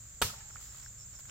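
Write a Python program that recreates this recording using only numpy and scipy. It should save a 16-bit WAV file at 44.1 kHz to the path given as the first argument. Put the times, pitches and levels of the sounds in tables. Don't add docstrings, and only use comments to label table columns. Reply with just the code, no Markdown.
import sys
import numpy as np
from scipy import signal
from scipy.fft import rfft, irfft
from scipy.io import wavfile

SR = 44100
rng = np.random.default_rng(int(sys.argv[2]) if len(sys.argv) > 2 else 0)


def transcribe(u):
    v = np.clip(np.atleast_2d(u).T, -1, 1)
    q = np.round(v * 32767).astype(np.int16)
    wavfile.write(sys.argv[1], SR, q)


N = 57330

# pitch in Hz, band width in Hz, level in dB, rough throbs per second.
INSECT_BANDS = [(7293, 584, -51, 440), (6600, 700, -60, 84), (14340, 1400, -68.5, 80)]
# time in seconds, level change in dB.
INSECT_SWELL = [(0, -0.5), (0.3, -1), (0.55, 1), (0.9, -0.5), (1.3, 1)]
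# frequency in Hz, relative level in dB.
RUMBLE_TONE = [(20, -14), (35, -3), (52, 0.5), (80, -2), (122, 0.5), (150, -12), (210, -16), (270, -27),
               (500, -46)]
# frequency in Hz, relative level in dB.
AIR_TONE = [(100, 1), (300, -3), (550, 2), (900, -2), (1500, 4.5), (2800, -1), (4500, 1.5), (6000, 2),
            (8300, 2.5), (10300, -17), (12500, -12.5), (15000, -0.5), (16000, -30)]
# start in seconds, ring level in dB, crack level in dB,
# crack fade time in seconds, punch level in dB, snap level in dB.
BLOW_CONTACTS = [(0.2160, -38, -22, 0.046, -15.5, -14), (0.2215, -25, -19.5, 0.015, -32, -2.5)]
# pitch in Hz, relative level in dB, fade time in seconds.
STALK_NOTES = [(208, -12.5, 0.075), (409, -14, 0.13), (473, -11.5, 0.046), (916, -19, .14),
               (964, -6.5, 0.059), (1170, -9, 0.045), (1286, -2, 0.05), (1730, -2.5, 0.05),
               (2434, -4.5, 0.053), (2870, -14, 0.14), (3165, 1, 0.022), (3706, -2.5, 0.049),
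               (4500, 1.5, 0.031), (5300, -17, 0.13), (6116, -11, 0.16), (8330, -0.5, 0.026)]
# frequency in Hz, relative level in dB.
CRACK_TONE = [(150, -10.5), (320, -8.5), (500, 1.5), (740, -6.5), (1300, 1), (2300, -3.5), (3300, 2),
              (4500, 1), (5600, -10), (8400, 0.5), (10000, -15), (16000, -20)]
# frequency in Hz, relative level in dB.
SPLASH_TONE = [(150, 0), (450, 7), (700, -2), (1300, 2), (2300, 6.5), (4000, -1), (6000, -15), (7800, 8),
               (9500, -1), (13500, 3), (16000, -1)]
# frequency in Hz, relative level in dB.
NEAR_TREES_TONE = [(120, -4.5), (200, 5), (320, -26), (440, -2), (680, -7), (1250, -1.5), (2050, -3.5),
                   (2900, -0.5), (4600, 2.5), (7500, 1), (9400, -5), (14300, -4), (16000, -5.5)]
# frequency in Hz, relative level in dB.
FAR_TREES_TONE = [(250, -16), (440, -19), (600, -5.5), (900, 6), (1080, -6.5), (1350, -1.5), (2000, -1),
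                  (3000, -2), (6000, -1.5), (9000, -21), (16000, -31)]
# start in seconds, level in dB, pitch in Hz.
STALK_THUDS = [(0.226, -27, 61), (0.2475, -25, 91.6), (0.272, -38, 127), (0.293, -37.5, 152)]
# delay in seconds, dB relative to the blow, strongest pitch in Hz.
PALM_ECHOES = [(0.076, -22.5, 1290), (0.116, -25, 964), (0.157, -38.5, 853), (0.181, -33, 2090)]
# start in seconds, level in dB.
CRICKET_CHIRPS = [(0.34, -65), (0.495, -62), (0.665, -63.5), (0.814, -60), (0.976, -58.5), (1.127, -60.5),
                  (1.28, -56)]
# start in seconds, ring level in dB, grit level in dB,
# pitch in Hz, ring fade time in seconds.
STICK_KNOCKS = [(0.5005, -62, -50.5, 1428, 0.025), (0.5065, -45, -52, 1370, .014),
                (0.5585, -27, -55, 1367, 0.0079), (0.567, -52, -51.5, 1960, 0.021),
                (0.609, -47.5, -62.5, 1290, 0.019), (0.745, -54.5, -58, 1280, 0.039),
                (0.834, -59, -56.5, 1750, 0.024), (0.8614, -35, -61, 1590, 0.0095),
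                (1.1908, -71, -53, 1160, 0.042), (1.253, -76, -55.5, 1800, 0.027),
                (1.292, -50, -54, 1500, 0.027), (1.295, -51, -48.5, 2660, 0.02)]
# middle in seconds, length in seconds, level in dB,
# tilt towards the treble in dB per octave.
LEAF_SCUFFS = [(0.571, 0.058, -61, -2.5), (0.64, 0.053, -54, 1), (0.784, 0.14, -56.5, -0.5),
               (1.144, 0.028, -61, -3), (1.199, 0.015, -52.5, 2.3), (1.297, 0.028, -55, -4)]
# frequency in Hz, relative level in dB.
LITTER_TONE = [(200, -6), (600, -6), (1400, 3.5), (2500, -2.5), (4200, 1.5), (6000, 1), (8300, -1),
               (10000, -7), (16000, -2.5)]


def undb(db):
    return 10 ** (np.asarray(db) / 20)


def since(start):
    return np.maximum(np.arange(N) / SR - start, 0)


def fade(start, fade_s, rise_s=0.00045):
    t = since(start)
    return (1 - np.exp(-t / rise_s)) * np.exp(-np.log(1000) * t / fade_s)


def ring(start, hz, fade_s, rise_s=0.00047):
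    return np.sin(2 * np.pi * hz * since(start)) * fade(start, fade_s, rise_s)


def unit(x):
    return x / np.sqrt(np.mean(x ** 2))


def pan(db):
    return undb(np.array([[db], [-db]]) / 2)


def colour(x, tone):
    hz = np.maximum(np.fft.rfftfreq(2 * N, 1 / SR), 1)
    tone_hz, tone_db = np.array(tone).T
    gain = unit(undb(np.interp(np.log(hz), np.log(tone_hz), tone_db)))
    cepstrum = irfft(np.log(gain))[:N]
    cepstrum[1:] *= 2
    response = np.exp(rfft(cepstrum, 2 * N))
    return irfft(rfft(x, 2 * N) * response)[..., :N]


def band(x, hz, width_hz):
    distance = (np.fft.rfftfreq(N, 1 / SR) - hz) / width_hz
    peak = rfft(x) / (1 + (distance * 2) ** 2)
    return unit(irfft(peak / np.sqrt(1 + (distance / 2) ** 2), N))


def noise(width):
    mid, side = rfft(rng.standard_normal((2, N)))
    ears = np.array([mid + width * side, mid - width * side])
    return irfft(ears / np.sqrt(1 + width ** 2), N)


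def diffuse(width, wide_hz=2310):
    return noise(width * np.clip(np.fft.rfftfreq(N, 1 / SR) / wide_hz, 0.1, 1))


def insects():
    out = 0
    for hz, width_hz, db, rate in INSECT_BANDS:
        throb = 1 + 0.25 * band(rng.standard_normal(N), rate, rate / 2)
        shrill = band(noise(width=0.89), hz, width_hz)
        out += undb(db) * unit(shrill * throb) * pan(-2 if hz < SR / 4 else 1.5)
    swell_db = np.interp(since(0), *np.array(INSECT_SWELL).T)
    return out * undb(swell_db)


def grove():
    rumble = unit(colour(noise(width=0.15), RUMBLE_TONE))
    air = colour(diffuse(width=1.0), AIR_TONE)
    return undb(-55.5) * rumble + undb(-61.5) * air


def blow():
    out = 0
    for start, ring_db, crack_db, crack_fade_s, punch_db, snap_db in BLOW_CONTACTS:
        stalk = sum(undb(db) * ring(start, hz, fade_s) for hz, db, fade_s in STALK_NOTES)
        crack = colour(diffuse(width=0.55) * fade(start, crack_fade_s), CRACK_TONE)
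        snap = ring(start + 0.000982, hz=3250, fade_s=0.00073, rise_s=0.00005) * pan(db=-5)
        punch = -ring(start, hz=460, fade_s=0.0095)
        out += (undb(ring_db) * stalk + undb(crack_db) * crack) * pan(db=-2)
        out += undb(snap_db) * snap + undb(punch_db) * punch
    return out


def from_right(x, delay_s=0.00003):
    left, right = x
    delay = np.exp(-2j * np.pi * np.fft.rfftfreq(N, 1 / SR) * delay_s)
    return np.array([irfft(rfft(left) * delay, N), right])


def foliage():
    start = BLOW_CONTACTS[0][0]
    splash = colour(diffuse(width=1.14) * fade(start, fade_s=0.11, rise_s=0.004), SPLASH_TONE)
    near = colour(diffuse(width=1.17) * fade(start, fade_s=0.29, rise_s=0.02), NEAR_TREES_TONE)
    far = colour(diffuse(width=1.3) * fade(start, fade_s=0.96, rise_s=0.097), FAR_TREES_TONE)
    return (undb(-24) * splash + undb(-25.5) * near + undb(-45.5) * far) * pan(db=-1.1)


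def thuds():
    return -sum(undb(db) * ring(start, hz, fade_s=0.043, rise_s=0.0017) for start, db, hz in STALK_THUDS)


def echoes(hit):
    out, mono = 0, hit.mean(axis=0)
    for delay, db, hz in PALM_ECHOES:
        fronds = noise(width=0.52) * fade(delay, fade_s=0.024)
        smeared = signal.fftconvolve(fronds, mono[None], axes=1)[:, :N]
        out += undb(db) * np.std(mono) * band(smeared, hz, hz / 2)
    return out


def cricket(chirp_s=0.076, pulse_hz=88):
    loudness = 0
    for start, db in CRICKET_CHIRPS:
        t = np.minimum(since(start), chirp_s)
        arch = np.sqrt(np.abs(np.sin(np.pi * t / chirp_s)))
        pulses = 1 - 0.14 * np.cos(2 * np.pi * pulse_hz * t)
        loudness += undb(db) * arch * pulses
    return loudness * band(noise(width=0.85), hz=5430, width_hz=230)


def sticks():
    out = 0
    for start, ring_db, grit_db, hz, fade_s in STICK_KNOCKS:
        knock = ring(start, hz, fade_s, rise_s=0.00094)
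        grit = band(noise(width=0.82), hz, hz * 0.78) * fade(start, fade_s * 1.57)
        out += undb(ring_db) * knock + undb(grit_db) * grit
    return out * pan(db=-4.5)


def leaf_litter(grains_per_s=5000, spread_db=0.5, pivot_hz=5000):
    t, out = since(0), 0
    grains = rng.random(N) < grains_per_s / SR
    strength = undb(spread_db * rng.standard_normal(N))
    crackle = unit(grains * strength * noise(width=0.86))
    for middle, length, db, tilt in LEAF_SCUFFS:
        swell = np.exp(-2 * ((t - middle) / length) ** 2)
        tone = [(hz, level + tilt * np.log2(hz / pivot_hz)) for hz, level in LITTER_TONE]
        out += undb(db) * colour(crackle * swell, tone)
    return out


def scene():
    hit = blow()
    strike = from_right(hit) + echoes(hit) + foliage() + thuds()
    underfoot = sticks() + leaf_litter()
    return strike + underfoot + insects() + cricket() + grove()


def record(dry, top_hz=15800):
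    return signal.sosfilt(signal.ellip(10, 0.2, 80, top_hz, fs=SR, output="sos"), dry)


dry = scene()
out = record(dry)
transcribe(out)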